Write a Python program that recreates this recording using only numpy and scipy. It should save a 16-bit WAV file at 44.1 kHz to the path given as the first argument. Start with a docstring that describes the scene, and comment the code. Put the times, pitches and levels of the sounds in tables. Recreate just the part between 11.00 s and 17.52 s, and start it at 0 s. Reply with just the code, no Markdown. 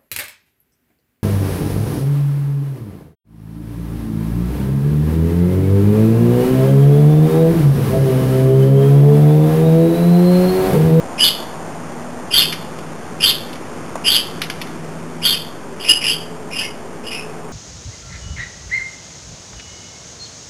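"""From the start a low rush, shaped noise, and a far motor's hum, two wavering sines, lie under the scene.
A small rodent gives nine shrill squeaks: near-sine whistles that slide up and turn raspy, ringing in a room.
Among them come dull knocks and then sharp floor ticks, damped noise bursts; late on a faint sine drones.
Throughout, a pocket camera samples slowly and holds each sample, mirroring the squeaks into the treble."""
import sys
import numpy as np
from scipy import signal
from scipy.fft import rfft, irfft
from scipy.io import wavfile
from scipy.ndimage import map_coordinates

SR = 44100
rng = np.random.default_rng(int(sys.argv[2]) if len(sys.argv) > 2 else 0)


def wav_out(sig):
    """Save sig, one row per channel (or a flat mono array), as 16-bit PCM at SR to the path in sys.argv[1]."""
    wavfile.write(sys.argv[1], SR, np.round(np.clip(np.atleast_2d(sig).T, -1, 1) * 32767).astype(np.int16))


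N = 287532
TIME = np.arange(N) / SR  # s

# Levels in the tables are relative: source, room and camera gains follow.
# Squeaks, one row a note; the sixth starts with a faint extra note and the ninth has two:
# (start [s], lead-in [s], length [s], opening pitch [Hz], top pitch [Hz], closing pitch [Hz],
#  lead-in level [dB], level [dB], fade [dB], opening roughness [0-1], late roughness [0-1])
SQUEAK_NOTES = [ (0.206, .030, 0.085, 2991, 3498, 3040, -22, -8.5, 11, .16, 0.59),
                (1.341, 0.039, 0.084, 3230, 3477, 2812, -24.5, -12, 3, 0.5, 0.61),
                (2.237, 0.039, 0.068, 3130, 3594, 3038, -20, -11.5, 4.5, 0.3, 0.53),
                (3.067, 0.029, 0.098, 3022, 3471, 2958, -24, -13.5, 2, 0.42, 0.51),
                (4.249, .036, 0.092, 3290, 3360, 2755, -24.5, -14, 4.5, 0.48, 0.48),
                (4.81, 0.019, 0.043, 3110, 3090, 3050, -41, -34, 3, .68, 1),
                (4.896, .054, 0.018, 2878, 2896, 2884, -23.5, -5.5, 4.5, 0.15, 0.22),
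                (5.081, .072, .066, 2897, 3180, 3030, -20, -13.5, 10.5, 0.35, 0.31),
                (5.593, .088, 0.057, 2885, 2900, 2830, -31, -24, 8.5, 0.6, 0.49),
                (6.075, 0.049, 0.0066, 2960, 2940, 2900, -40, -21, 4.5, 0.21, 0.37),
                (6.119, 0.03, 0.091, 2700, 2554, 2676, -33, -25.5, 11, .6, 0.41)]
# A second, lower whistle around the eighth squeak: (time [s], pitch [Hz], level [dB], roughness [0-1])
LOWER_WHISTLE = [(5.605, 1684, -30, 0.36), (5.625, 1760, -37, .2), (5.635, 2190, -28.5, 0.2),
                 (5.68, 2060, -51, 0.05)]
# Brief pressure changes, nearly all pushes that make the voice louder: (time [s], boost [dB])
PRESSURE_PUSHES = [(2.237, 5), (2.255, -0.5), (4.27, 6.5), (4.850, 4), (5.044, 4), (5.536, 6)]
# Sharp ticks on the floor: (time [s], level [dB], centre [Hz])
FLOOR_TICKS = [(1.5244, -19.5, 2600), (1.7858, -36.5, 2900), (2.5284, -31.5, 3620), (2.5544, -36, 2680),
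               (3.4161, -17, 2900), (3.4338, -25.5, 2730), (3.4986, -22, 2250), (3.6132, -23.5, 2860),
               (3.6706, -37.5, 1630)]
# Dull knocks, the loudest with a rebound: (time [s], level [dB], centre [Hz])
DULL_KNOCKS = [(.424, -20, 750), (2.9535, -13.5, 680), (2.976, -26, 1100)]
# Spectrum of the low rush of the surroundings: (frequency [Hz], relative density [dB])
RUSH_SPECTRUM = [(15, -52), (25, -20), (32, -27.5), (101, -7.5), (127, -10), (160, -3.5), (190, -4.5),
                 (245, -4), (266, -6), (351, -4.5), (524, -8.5), (1170, -13), (3900, -29), (5070, -13),
                 (8580, -120)]
# Course of the rush: (time [s], level [dB], level of the band near 700 Hz re the rush [dB])
RUSH_COURSE = [(0, -31.5, -3), (.6, -31.5, -4), (1.2, -32, -6), (1.9, -31.5, -12), (3.2, -30.5, -32.5),
               (4.5, -33, -16.5), (5.501, -34, -7.5), (6.52, -33.5, -10.5)]
# Partials of the motor hum: (frequency [Hz], relative level [dB])
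HUM_PARTIALS = [(161.5, -40.5), (242.2, -42)]
# Course of the motor hum: (time [s], level [dB])
HUM_COURSE = [(0, -39), (.6, -34), (1.9, -31.5), (2.3, -39.5), (3.6, -32), (4.2, -35), (4.5, -43),
              (5.3, -36), (6.52, -38)]
# The faint far drone: (time [s], pitch [Hz], level [dB])
DRONE_COURSE = [(4.3, 406, -64), (4.7, 414.6, -37), (5.4, 436.3, -37), (5.9, 411, -42), (6.25, 437, -34.5),
                (6.52, 426.5, -39.5)]

LEAD_HZ, LEAD_SWELL_DB, LEAD_ROUGH = 2542, 8, 0.619  # every lead-in starts low and hoarse, and swells
LEAD_FADE_S = 0.0039  # time constant with which the voice creeps in
BREAK_AT, TOP_AT, DROP_AT = 0.29, 0.44, 0.81  # shares of the length: voice breaks, reaches top, starts to drop
ATTACK_S, RELEASE_S, RELEASE_DB = 0.0134, 0.0082, 15.5
THROB_DB, THROB_HZ = 1.72, 72.4  # uneven pressure within a squeak: rms depth and rate
PUSH_S = 0.0056  # time from the centre of a push to 1/e of its boost
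LURCH_HZ, LURCH_RATE_HZ = 150, 91  # a fully rough voice also lurches in pitch: rms depth and rate
HOLD_HZ, TOP_HZ = 7884, 12500  # the camera's sample rate and upper band limit


def undb(db):
    """An amplitude ratio is ten to the power of its decibels over twenty."""
    return 10 ** (np.asarray(db) / 20)


def unit(x):
    """Division by the root mean square gives a signal of rms 1."""
    return x / np.sqrt(np.mean(x ** 2))


def shaped(gain, size=N):
    """White noise filtered in the frequency domain takes the spectrum gain(f), here at rms 1."""
    f = np.fft.rfftfreq(size, 1 / SR) + 1e-3  # keeps clear of 0 Hz
    spectrum = rfft(rng.standard_normal(size)) * gain(f)
    return unit(irfft(spectrum, size))


def wander(rate_hz):
    """Low-passed noise is a random motion up to about the given rate."""
    return shaped(lambda f: 1 / (1 + (f / rate_hz) ** 4))


def band(hz, width_hz, size=N):
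    """A resonance passes noise near its centre and rejects it by detuning over bandwidth."""
    return shaped(lambda f: 1 / (1 + ((f * f - hz * hz) / (f * width_hz)) ** 2), size)


def rodent(jitter_hz=260, jitter_rate_hz=600, flutter_depth=1.72, flutter_rate_hz=330, rasp_db=-6):
    """A tiny voice goes between clean and harsh as its oscillation loses regularity; pressure sets its level."""
    jitter = jitter_hz * wander(jitter_rate_hz) + LURCH_HZ * wander(LURCH_RATE_HZ)
    flutter = flutter_depth * (wander(flutter_rate_hz) + 1j * wander(flutter_rate_hz))
    rasp = undb(rasp_db) * band(hz=2890, width_hz=5600)
    pressure_db = THROB_DB * wander(THROB_HZ)
    for s, boost_db in PRESSURE_PUSHES:
        pressure_db += boost_db * np.exp(-((TIME - s) / PUSH_S) ** 2)
    paths = [squeak(*note) for note in SQUEAK_NOTES] + [LOWER_WHISTLE]
    voice = sum(whistle(path, jitter, flutter, rasp) for path in paths)
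    return undb(pressure_db) * voice


def squeak(start, lead_s, length, hz, top_hz, end_hz, lead_db, db, fade_db, rough, late_rough):
    """A note is a path of pitch, level and roughness: a hoarse upward slide, a break toward the top, a fade."""
    t = np.linspace(-lead_s, length + RELEASE_S, 200)  # 0 is the end of the lead-in
    broken, top, drop = length * np.array([BREAK_AT, TOP_AT, DROP_AT])
    pitch = np.interp(t, [-lead_s, 0, broken, top, drop, length],
                      [LEAD_HZ, hz, hz, top_hz, top_hz, end_hz])
    faded_db = db - fade_db
    level = np.interp(t, [-lead_s, -ATTACK_S, 0, length, length + RELEASE_S],
                      [lead_db - LEAD_SWELL_DB, lead_db, db, faded_db, faded_db - RELEASE_DB])
    level -= RELEASE_DB * np.exp(-(t + lead_s) / LEAD_FADE_S)
    roughness = np.interp(t, [-ATTACK_S, 0, broken, top], [LEAD_ROUGH, rough, rough, late_rough])
    return np.column_stack([start + t, pitch, level, roughness])


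def whistle(path, jitter, flutter, rasp):
    """Random modulation of a near-sine's phase and amplitude smears its line into a band; noise adds rasp."""
    s, *columns = np.transpose(path)
    on = (TIME >= s.min()) & (TIME <= s.max())
    hz, db, rough = (np.interp(TIME[on], s, column) for column in columns)
    cycle = np.exp(2j * np.pi * np.cumsum(hz + rough * jitter[on]) / SR)
    strength = np.sqrt(2 * (1 - rough ** 2)) + rough * flutter[on]
    out = np.zeros(N)
    out[on] = undb(db) * (np.real(cycle * strength) + rough * rasp[on])
    return out


def taps(rows, width_hz, t60, gain_db, rise_s):
    """A contact excites one broad, heavily damped resonance, which decays exponentially."""
    out = np.zeros(N)
    t = TIME[:SR // 10]
    decay = np.exp(-np.log(1000) * t / t60)  # 60 dB down after t60 seconds
    envelope = (1 - np.exp(-t / rise_s)) * decay
    for s, db, hz in rows:
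        i = int(s * SR)
        out[i:i + len(t)] += undb(db + gain_db) * band(hz, width_hz, size=len(t)) * envelope
    return out


def room(x, t60, wet_db, direct_db, early=1.0, early_s=0.066):
    """Reverberation is convolution with echoes that grow denser and decay, strongest early, after the direct sound."""
    t = TIME[:SR * 3 // 4]
    density = np.clip(0.03 + (t / 0.097) ** 2, 0, 1)  # chance of an echo in each sample
    present = rng.standard_normal(len(t)) * (rng.random(len(t)) < density)
    echoes = present / np.sqrt(density)
    echoes *= np.exp(-np.log(1000) * t / t60)
    echoes *= 1 + early * np.exp(-t / early_s)  # reflections from floor and furniture
    echoes *= t > 0.002
    echoes /= np.sqrt(np.sum(echoes ** 2))
    reverberant = signal.fftconvolve(x, echoes)[:N]
    return undb(direct_db) * x + undb(wet_db) * reverberant


def motor_hum(gain_db=-3, waver_db=3.5, drift=0.00767):
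    """Two partials of one far motor share its drifting speed, while the level of each wavers on its own."""
    turns = np.cumsum(1 + drift * wander(rate_hz=4.2)) / SR
    hum = np.zeros(N)
    for hz, db in HUM_PARTIALS:
        hum += undb(db + waver_db * wander(rate_hz=1.6)) * np.sin(2 * np.pi * hz * turns)
    level_db = np.interp(TIME, *np.transpose(HUM_COURSE))
    return unit(hum) * undb(gain_db + level_db)


def far_drone(drift=0.02975, waver_db=2.8):
    """A sine whose phase integrates an unsteady pitch is heard as a faint drone."""
    s, path_hz, path_db = np.transpose(DRONE_COURSE)
    hz = np.interp(TIME, s, path_hz) * (1 + drift * wander(rate_hz=19.4))
    db = np.interp(TIME, s, path_db, left=-np.inf)  # silent before its first row
    return np.sin(2 * np.pi * np.cumsum(hz) / SR) * undb(db + waver_db * wander(rate_hz=16))


def low_rush(gain_db=0.84):
    """Broadband noise has the surroundings' spectrum, with a resonant band whose share of it varies."""
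    hz, db = np.transpose(RUSH_SPECTRUM)
    s, *columns = np.transpose(RUSH_COURSE)
    level_db, swell_db = (np.interp(TIME, s, column) for column in columns)
    rush = shaped(lambda f: undb(np.interp(np.log(f), np.log(hz), db)))
    swell = undb(swell_db) * band(hz=690, width_hz=580)
    return (rush + swell) * undb(gain_db + level_db)


def scene():
    """Sound pressures superpose: voice and contacts, each with its reverberation, add to the background."""
    voice = room(rodent(), t60=0.45, wet_db=-1.5, direct_db=-1.5)
    ticks = taps(FLOOR_TICKS, width_hz=3700, t60=0.06, gain_db=2.5, rise_s=0.00013)
    knocks = taps(DULL_KNOCKS, width_hz=730, t60=0.042, gain_db=-2.5, rise_s=0.0019)
    contacts = room(ticks + knocks, t60=0.98, wet_db=-7.5, direct_db=2)
    background = motor_hum() + far_drone() + low_rush()
    return (voice + contacts + background)[None]


def record(dry, ceiling=0.71, offset=-0.021):
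    """Overload clips peaks in the camera; holding each slow sample as a step makes spectral images in the treble."""
    x = np.clip(dry + offset, -ceiling, ceiling)  # the input sits slightly off zero
    below_half_rate = signal.butter(28, 3780, fs=SR, output="sos")
    x = signal.sosfilt(below_half_rate, x)
    held = np.floor(TIME * HOLD_HZ) / HOLD_HZ  # time of the latest slow sample
    steps = map_coordinates(x[0], [held * SR], order=3, mode="nearest")
    top_limit = signal.ellip(10, 0.2, 60, TOP_HZ, fs=SR, output="sos")
    return signal.sosfilt(top_limit, steps)[None]


dry = scene()
out = record(dry)
wav_out(out)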